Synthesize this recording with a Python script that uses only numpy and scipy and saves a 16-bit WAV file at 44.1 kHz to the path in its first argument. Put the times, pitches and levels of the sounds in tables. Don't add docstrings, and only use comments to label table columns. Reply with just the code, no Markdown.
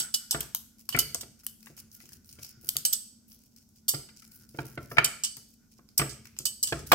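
import sys
import numpy as np
from scipy import signal
from scipy.fft import rfft, irfft, next_fast_len
from scipy.io import wavfile
from scipy.ndimage import map_coordinates

SR = 44100
rng = np.random.default_rng(int(sys.argv[2]) if len(sys.argv) > 2 else 0)


def int16_out(signal):
    q = np.round(np.clip(np.atleast_2d(signal).T, -1, 1) * 32767)
    wavfile.write(sys.argv[1], SR, q.astype(np.int16))


N = 306362

# t/s, crack/dB, chatter/dB, chatter decay/s, high ring/dB, low ring/dB,
# EQ at 2.5 kHz/dB, EQ at 12 kHz/dB, pan left/dB
AXLE_HITS = [(0.0, -21.5, -27, .12, -33, -61, 2, -7, -2.5),
             (0.1403, -46, -20.5, 0.074, -39, -36, -7.5, -5.5, -4.5),
             (0.3091, -21, -20, 0.05, -30.5, -42, -4.5, -5, -3),
             (0.326, -24, -35, 0.12, -61, -48, 9, -5, 1.1),
             (0.406, -13.5, -40, 0.14, -62, -60, 11, -1, -2.5),
             (0.548, -10.5, -37.5, .17, -67, -65, 3.5, 1, 1),
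             (.89, -15, -40, 0.16, -66, -54, 6.5, -2.5, 0.5),
             (0.925, -40, -45.5, 0.14, -70, -40, 16, -13, -12),
             (0.9643, -17, -57, .09, -46, -56, -5, -6, 1.1),
             (.989, -13.5, -19, 0.078, -48, -30, -2.5, -0.5, -5),
             (1.1456, -14.5, -37, 0.1, -43, -56, -4, -10, 1.1),
             (1.209, -39, -34, 0.053, -67, -67, 2, -5, -3.5),
             (1.4656, -15.5, -47, 0.19, -74, -56.5, -1.5, 1.5, 0.5),
             (2.6896, -7, -38.5, 0.11, -50, -61, -0.5, 0, -.6),
             (2.7669, -9.5, -36.5, .13, -49.5, -63, -4.5, -4, 0.5),
             (2.784, -28, -45.5, .1, -65, -62.5, -7, 0.5, 1),
             (2.8505, -17, -21, 0.073, -26.5, -41, 2, -3, -3),
             (2.9264, -17.5, -24, 0.095, -34.5, -51.5, -6.5, -9.5, -3.5),
             (2.932, -15, -46.5, 0.056, -45, -48, -9, 4.5, -15),
             (3.8818, -28, -24.5, 0.14, -30, -35, -5.5, -3.5, -4.5),
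             (3.888, -10.5, -20.5, 0.053, -42.5, -53, -9, 2, -1),
             (5.044, -18, -18.5, 0.065, -35.5, -37, -0.5, -9, -5),
             (5.236, -15.5, -25.5, 0.12, -35, -37.5, -7, -15, -5),
             (5.245, -25.5, -26.5, 0.042, -46.5, -35, -25, -13, -1.5),
             (5.976, -25, -36.5, .03, -52, -63.5, -14, -4, -6),
             (5.9788, -4, -24, 0.1, -31.5, -53, -13, -2.5, -3.5),
             (6.094, -30, -44.5, 0.25, -58, -68, -6, -17, -10),
             (6.388, -18, -44.5, 0.29, -66, -62, -2, -10.5, -1),
             (6.4536, -14, -24, 0.1, -35.5, -42.5, -8, -4.5, -8),
             (6.464, -24, -41, .12, -58, -38, 4.5, -10.5, 5),
             (6.6283, -14, -22.5, 0.078, -33, -66, -29, -7.5, -3.5),
             (6.637, -17, -54, .083, -62, -43.5, -9, -8, 14.5),
             (6.672, -21.5, -34.5, 0.15, -60, -59, 3, -11, -4),
             (6.918, -9, -21.5, 0.045, -50, -35, 28, 9.5, 5.3),
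             (6.93, -30, -25, 0.052, -38, -50, 22, -13, -2.1)]
# f/Hz, level/dB, t60/s
DRUM_MODES = [(2990, 0, .16), (4550, -12, .5), (4910, -15, .15), (5490, -14, .15), (5900, -17, .15),
              (6500, -18, .15), (7630, -16, .22), (7920, -5, .36), (8065, 0, .24), (8200, -8, .42),
              (8400, -10, .3), (8800, -16, .15), (12720, -20, .1)]
# f/Hz, level/dB
CHATTER_SPECTRUM = [(290, -54.5), (500, -32), (1100, -22), (2290, -30.5), (3020, -10.5), (4110, -14),
                    (4690, -6.5), (7270, -8.5), (8180, -5.5), (10600, -10), (13400, -3), (15800, -16),
                    (16500, -30.5)]
# t/s, plate rub/dB, counter rumble/dB
STROKES = [(0.0, -56, -76), (0.85, -88, -69), (1.1, -69, -52), (1.39, -81.5, -66.5), (2.01, -81.5, -63.5),
           (2.86, -70.5, -58.5), (3.0, -85.5, -73), (3.77, -87.5, -70.5), (4.02, -80, -73),
           (4.53, -76, -61.5), (4.78, -70, -55.5), (4.99, -62, -56.5), (5.11, -58.5, -60.5),
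           (5.45, -88.5, -72), (5.8, -83, -68.5), (6.21, -95, -60), (6.54, -93, -64), (6.95, -60, -42)]
# f/Hz, level/dB
RUB_SPECTRUM = [(500, -52), (700, -13.5), (1200, -13.5), (1450, 7), (1700, -7.5), (2500, -9.5),
                (4000, -61.5)]
# f/Hz, level/dB
RUMBLE_SPECTRUM = [(20, -61.5), (40, -17.5), (60, -1.5), (125, -4.5), (170, -12.5), (400, -22), (800, -65)]
# f/Hz, level/dB
ROOM_SPECTRUM = [(15, -46), (25, 4), (74, -5), (159, -11), (220, -2), (358, -22), (726, -32), (1430, -40),
                 (1640, -46), (4020, -36), (5570, -26.5), (10700, -37), (12600, -31), (15200, -34),
                 (16500, -49.5)]
# t/s, level/dB, thud below 300 Hz/dB, EQ at 700 Hz/dB, EQ at 2 kHz/dB,
# EQ at 4.5 kHz/dB, damping t60/s, pan left/dB
PLATE_LANDINGS = [(.002, -54.5, 1.5, -19.5, -4, -3, 0.28, 11), (0.345, -32.5, -5, -6, -15, -2.5, 0.56, 0.5),
                  (.947, -37, 3.5, 4.5, 11.5, -3.5, 0.11, 7), (.971, -41, -1.5, 1, -6.5, 5, .35, -4.5),
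                  (1.148, -46, -12, 9, -35, 4, 0.12, -2), (1.23, -52, -1.5, -3, -30, 7, 0.16, -4),
                  (1.669, -57, -13, -15, -5, 8, 0.18, 9), (1.699, -64.5, 6, 6.5, -39, -1, 0.32, 4),
                  (2.005, -74, -11.5, 0, 6, 15, 0.096, 15), (2.036, -74, 10, 9, -17, 7, 0.39, 10),
                  (2.387, -62, 2, -3.5, -2.5, 19.5, .39, 6), (2.637, -72, 9.5, 6.5, -19.5, 4, 0.53, 2.5),
                  (2.755, -52, -0.5, -3.5, -9, 10.5, .39, 2.8),
                  (3.937, -46.5, -1.5, 5, -17.5, -6.5, .19, 5),
                  (3.944, -40.5, -1.5, -21, -24, 19.5, .39, -2), (4.088, -59, -10, -24, -12, 11, 0.33, 8.5),
                  (4.222, -69, -13, -19, 3, 17, .11, 13), (4.545, -60.5, 8.5, 5, -9, 1, .39, 0),
                  (4.587, -36.5, -1.5, -5.5, -17.5, -8.5, .39, -4.7),
                  (4.775, -41, 0.9, -6, -16, -8, 0.398, -0.5), (4.914, -41, -0.5, -6, -22, -17.5, .39, 0),
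                  (4.969, -35.5, -8.5, 3.5, 0.2, 0.8, 0.3, 6.5),
                  (4.982, -20, -12.5, 0.7, 4.5, 1.5, 0.067, -4), (5.371, -59.5, 0.5, -12, -19, 10, .28, 4),
                  (5.79, -64, -0.7, -13, -29.5, -14, .28, -1),
                  (5.994, -29, -2.5, -6.5, -12.5, 1.5, 0.3, -0.5),
                  (6.015, -31, -3.5, -4.5, -12, -8, 0.33, -3), (6.401, -64, 11, -8, -12, 6, 0.43, 2),
                  (6.723, -28, -4.5, -6.5, -14.5, -2.1, 0.21, -3.5),
                  (6.917, -17, -13.5, -9.5, -16, 4.5, .22, -2),
                  (6.929, -20.5, -12, -5, -47, -15, .25, -0.5)]
# f/Hz, level/dB, t60/s
PLATE_MODES = [(62, -3.5, 0.38), (125.8, -3, 0.35), (142.4, 5, 0.24), (255, -4, 0.16), (303, 2, 0.088),
               (335.6, 1, 0.13), (420, 1, .1), (682.4, 0.5, 0.14), (905, -1.5, 0.062), (974, -5.5, 0.045),
               (1183, -2.5, 0.069), (1342, -1, 0.26), (1388, 4, 0.12), (1590, -0.5, 0.047),
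               (2014, 0.5, 0.16), (2253, 2, 0.08), (2320, -2.5, 0.16), (2354, -8, 0.091),
               (3080, 0.5, 0.023), (4964, -11.5, .08)]
# f/Hz, level/dB
CLACK_SPECTRUM = [(59, -42), (100, -23), (373, -3.5), (950, -12), (1360, 2), (5420, -21.5), (5900, -27.5),
                  (7940, -29.5), (16000, -39.5)]
# f/Hz, level/dB
SHUDDER_SPECTRUM = [(40, -37), (70, -5), (140, -6.5), (350, -4), (600, -8.5), (1200, -49.5)]
# t/s, level/dB, spectrum at 2.5 kHz/dB
SPIKE_SNAPS = [(0.4305, -31.5, 9), (0.4685, -48, -7), (0.794, -45.5, -9), (1.4352, -45.5, 3),
               (1.606, -46.5, -11), (1.629, -45, -6), (1.6598, -41, -3.5), (1.7777, -37, -8),
               (1.7875, -40.5, -10.5), (1.916, -46, -25), (1.95, -42.5, -11), (2.003, -41.5, -1),
               (2.056, -41, -4), (2.0908, -43, -2.1), (2.1207, -43, -2), (2.2457, -48, -25),
               (2.291, -41.5, -11), (2.327, -39, -15), (2.4472, -34.5, -17), (2.4777, -53, 3),
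               (2.6445, -48, -20.5), (3.03, -45, -17), (3.3185, -44.5, -26), (3.563, -44, -16.5),
               (3.69, -54, -21.5), (3.759, -52.5, -17.5), (4.221, -47, -17), (4.2433, -45, 0),
               (4.2767, -46, -20), (4.318, -46, -24), (4.491, -43.5, -16), (4.6517, -45.5, -2.1),
               (4.9177, -35, -2), (5.3688, -31.5, -19), (5.889, -51.5, -7), (6.255, -40.5, 9),
               (6.2697, -46, 1), (6.2816, -58, 3), (6.3657, -41, 17), (6.7927, -36, 9), (6.87, -32.5, -14)]
# t/s, hold/s, level/dB, fine-bubble gain/dB
MEAT_TEARS = [(0.78, 0.034, -56, 1), (0.85, .015, -62, 3), (1.391, 0.019, -56.5, -3),
              (1.437, 0.018, -57.5, 12), (1.58, 0.14, -65, 3), (1.764, 0.035, -50, 2),
              (1.907, 0.056, -64, 12), (1.993, 0.13, -60, 0), (2.118, 0.054, -55, 4),
              (2.252, 0.042, -65, 9), (2.294, 0.057, -61.5, 2.5), (2.383, 0.072, -60, -2),
              (2.425, 0.084, -52, 3), (2.609, 0.15, -57.5, 9.5), (3.278, 0.079, -66, 10.5),
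              (3.381, 0.091, -65, 1.5), (3.503, .03, -70, 0), (3.562, 0.064, -59.5, -3.5),
              (3.752, 0.057, -66, -4), (4.162, 0.094, -54.5, -6), (4.31, 0.071, -61.5, 13.5),
              (4.394, 0.22, -63.5, 1), (4.556, 0.08, -60.5, -1), (4.643, 0.11, -60, 6),
              (4.786, 0.11, -62, 2), (4.895, 0.053, -55.5, 8.5), (5.48, .01, -66, 13.5),
              (5.503, 0.038, -67, 2.5), (5.702, 0.086, -65, -5.5), (5.882, 0.038, -72, -13),
              (6.244, 0.026, -54.5, -5), (6.364, .025, -59, -8), (6.74, 0.088, -49.5, -22),
              (6.863, .05, -47, 2.5)]
# f/Hz, level/dB
CRACKLE_SPECTRUM = [(1470, -34), (2500, -9.5), (3090, -9.5), (3460, -16), (5250, 2), (7090, -4),
                    (7730, -5.5), (13200, -4.5), (15900, -4.5), (16500, -25)]
# f/Hz, left-right correlation
STEREO_LIKENESS = [(100, 0.98), (500, 0.57), (1500, 0.59), (5000, 0.1), (15000, 0.18)]
# f/Hz, t60/s
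WALL_DECAY = [(100, 0.48), (1000, .4), (5000, 0.58), (15000, 0.37)]
# f/Hz, left over right/dB
BALANCE = [(700, .5), (1300, -2), (2400, 1), (4400, -1.5), (8000, 1), (15000, 2)]


def amp(db):
    return 10 ** (np.asarray(db) / 20)


def unit(x):
    return x / np.sqrt(np.mean(x ** 2) + 1e-20)


def along(points, hz):
    f, v = np.transpose(points)
    return np.interp(np.log(hz + 1), np.log(f + 1), v)


def wobble(rate):
    return map_coordinates(rng.standard_normal(int(N * rate / SR) + 4), [np.arange(N) * rate / SR])


def filtered(x, response):
    size = next_fast_len(x.shape[-1] + 4096)
    return irfft(rfft(x, size) * response(np.fft.rfftfreq(size, 1 / SR)), size)[..., :x.shape[-1]]


def noise(spectrum, size):
    return unit(filtered(rng.standard_normal(size), lambda hz: amp(along(spectrum, hz))))


def paired(x, spectrum):
    def blend(hz):
        angle = np.arccos(along(STEREO_LIKENESS, hz)) / 2
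        return amp(along(spectrum, hz)) * [np.cos(angle), np.sin(angle)]
    mid, side = filtered(x, blend)
    return np.array([mid + side, mid - side])


def wide(spectrum):
    return unit(paired(rng.standard_normal((2, N)), spectrum))


def pan(curve, hz):
    return amp(np.outer([.5, -.5], along(curve, hz)))


def place(out, at_s, sound, pan_db, lag_ms, wet_db):
    hz, t, bands = signal.stft(rng.standard_normal((2, SR // 2)), SR, nperseg=256)
    tail = signal.istft(bands * amp(-60 * t / along(WALL_DECAY, hz)[:, None]), SR, nperseg=256)[1]
    tail = paired(tail, [(1, 0)])
    tail[:, :int(.003 * SR)] = 0
    stereo = amp(wet_db) * signal.fftconvolve(sound[None], tail / np.linalg.norm(tail[0]), axes=1)
    lag_s = np.maximum([[lag_ms], [-lag_ms]], 0) / 1000
    bounce_s = rng.uniform(.000778, .003, (2, 1))

    def close_paths(hz):
        direct = pan([(200, .007), (800, pan_db)], hz) * np.exp(-2j * np.pi * hz * lag_s)
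        bounce = along([(300, 0), (1000, .85)], hz) * np.exp(-2j * np.pi * hz * bounce_s)
        return direct * (1 + bounce)
    stereo[:, :len(sound)] += filtered(sound, close_paths)
    start = round(at_s * SR)
    out[:, start:start + stereo.shape[1]] += stereo[:, :N - start]


def drum_clinks():
    out, t = np.zeros((2, N)), np.arange(SR // 3) / SR
    hz, db, t60 = np.transpose(DRUM_MODES)
    edge_eq = [(1500, 6.3), (4000, 1.2), (12000, 4.6)]
    for at_s, crack_db, chatter_db, decay_s, high_db, low_db, mid_db, top_db, pan_db in AXLE_HITS:
        eq = [(2500, mid_db), (4500, .0013), (9000, 0), (12000, top_db)]
        colour = [(f, level + along(eq, f)) for f, level in CHATTER_SPECTRUM]
        edge = [(f, level + along(edge_eq, f)) for f, level in colour]
        contacts = amp(2 * np.repeat(rng.standard_normal(len(t) // 60 + 1), 60)[:len(t)])
        envelope = contacts * amp(chatter_db - 60 * (t / np.clip(decay_s, .02, .2)) ** 1.075)
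        crack = noise(edge, len(t)) * amp(crack_db - 60 * t / .0053)
        rattle = (crack + noise(colour, len(t)) * envelope) * (1 - np.exp(-t / .0002))
        steel = ring(hz, db + along([(4600, low_db), (4850, high_db)], hz), t60, t, blur=.0011)
        clink = rattle + steel * (1 - np.exp(-t / .00045))
        place(out, at_s, clink, pan_db, lag_ms=rng.normal(-.12, .2606), wet_db=-11)
    return out


def ring(hz, db, t60, t, blur):
    level = db[:, None] + 2.2 * rng.standard_normal((len(hz), 1)) - 60 * t / t60[:, None]
    drift = blur * np.sqrt(hz[:, None]) * np.cumsum(rng.standard_normal((len(hz), len(t))), axis=1)
    return np.sum(amp(level) * np.sin(2 * np.pi * hz[:, None] * t + drift), axis=0)


def rolling():
    t = np.arange(N) / SR
    times, rub_db, rumble_db = np.transpose(STROKES)
    rub = wide(RUB_SPECTRUM) * amp(np.interp(t, times, rub_db) + 3.5 * wobble(21))
    rumble = wide(RUMBLE_SPECTRUM) * amp(np.interp(t, times, rumble_db) + 3 * wobble(14))
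    return rub + rumble


def room_tone():
    hum = wide([(150, -65.5), (200, -28), (220, 0), (240, -13), (320, -65.5)]) * amp(2 * wobble(2.1))
    return amp(-61) * wide(ROOM_SPECTRUM) + amp(-66) * hum


def plate_knocks():
    out, t = np.zeros((2, N)), np.arange(SR // 3) / SR
    hz, db, t60 = np.transpose(PLATE_MODES)
    for at_s, level_db, thud_db, hollow_db, bright_db, top_db, damping_s, pan_db in PLATE_LANDINGS:
        eq = [(300, thud_db), (700, hollow_db), (950, .0028),
              (1200, bright_db / 4), (2000, bright_db), (4500, top_db)]
        damped_t60 = 1 / (1 / t60 + np.clip(hz / 700, 0, 1) / damping_s)
        body = ring(hz, db + along(eq, hz), damped_t60, t, blur=.0009)
        colour = [(f, level + along(eq, f)) for f, level in CLACK_SPECTRUM]
        clack = noise(colour, len(t)) * amp(8.5 - 60 * t / .037)
        shudder = noise(SHUDDER_SPECTRUM, len(t)) * amp(thud_db - 4.5 - 60 * t / .27)
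        knock = amp(level_db) * (body + clack + shudder) * (1 - np.exp(-t / .00088))
        place(out, at_s, knock, pan_db, lag_ms=-.13, wet_db=-8)
    return out


def spike_snaps():
    out, t = np.zeros((2, N)), np.arange(SR // 20) / SR
    for at_s, level_db, mid_db in SPIKE_SNAPS:
        colour = [(600, -71), (1200, mid_db - 5.5), (2500, mid_db)] + list(CRACKLE_SPECTRUM[2:])
        tick = noise(colour, len(t)) * amp(level_db - 60 * t / .0051)
        place(out, at_s, tick, pan_db=rng.normal(0, 3.3), lag_ms=-.13, wet_db=-1)
    return out


def meat_squelches(grains_per_s=400, grain_s=.0012, attack_s=.0044, release_t60=.075):
    t = np.arange(N) / SR
    pops = (rng.random(N) < grains_per_s / SR) * amp(3.5 * np.minimum(rng.exponential(size=N), 3))
    grains = signal.lfilter([1], [1, -np.exp(-1 / (grain_s * SR))], pops)
    fizz = unit(wide(CRACKLE_SPECTRUM) * (.4 + grains) * amp(2.5 * wobble(25)))
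    fine = filtered(fizz, lambda hz: along([(8000, 0), (11500, .83)], hz))
    coarse_gain, fine_gain = np.zeros((2, N))
    for at_s, hold_s, level_db, fine_db in MEAT_TEARS:
        attack = np.clip((t - at_s) / attack_s, 0, 1)
        envelope = attack * amp(level_db - 60 * np.maximum(t - at_s - hold_s, 0) / release_t60)
        coarse_gain += envelope
        fine_gain += amp(fine_db) * envelope
    return coarse_gain * (fizz - fine) + fine_gain * fine


def scene():
    close = drum_clinks() + plate_knocks() + spike_snaps() + meat_squelches() + rolling()
    return filtered(close, lambda hz: pan(BALANCE, hz)) + room_tone()


def record(dry):
    low_cut_hz, ceiling, top_hz = 45, .9, 16000
    thinned = filtered(dry, lambda hz: (1j * hz / (low_cut_hz + 1j * hz)) ** 3)
    rounded = thinned / (1 + np.abs(thinned / ceiling) ** 4) ** .25
    return filtered(rounded, lambda hz: amp(-60 * np.clip((hz - top_hz) / 1100, 0, 2)))


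dry = scene()
out = record(dry)
int16_out(out)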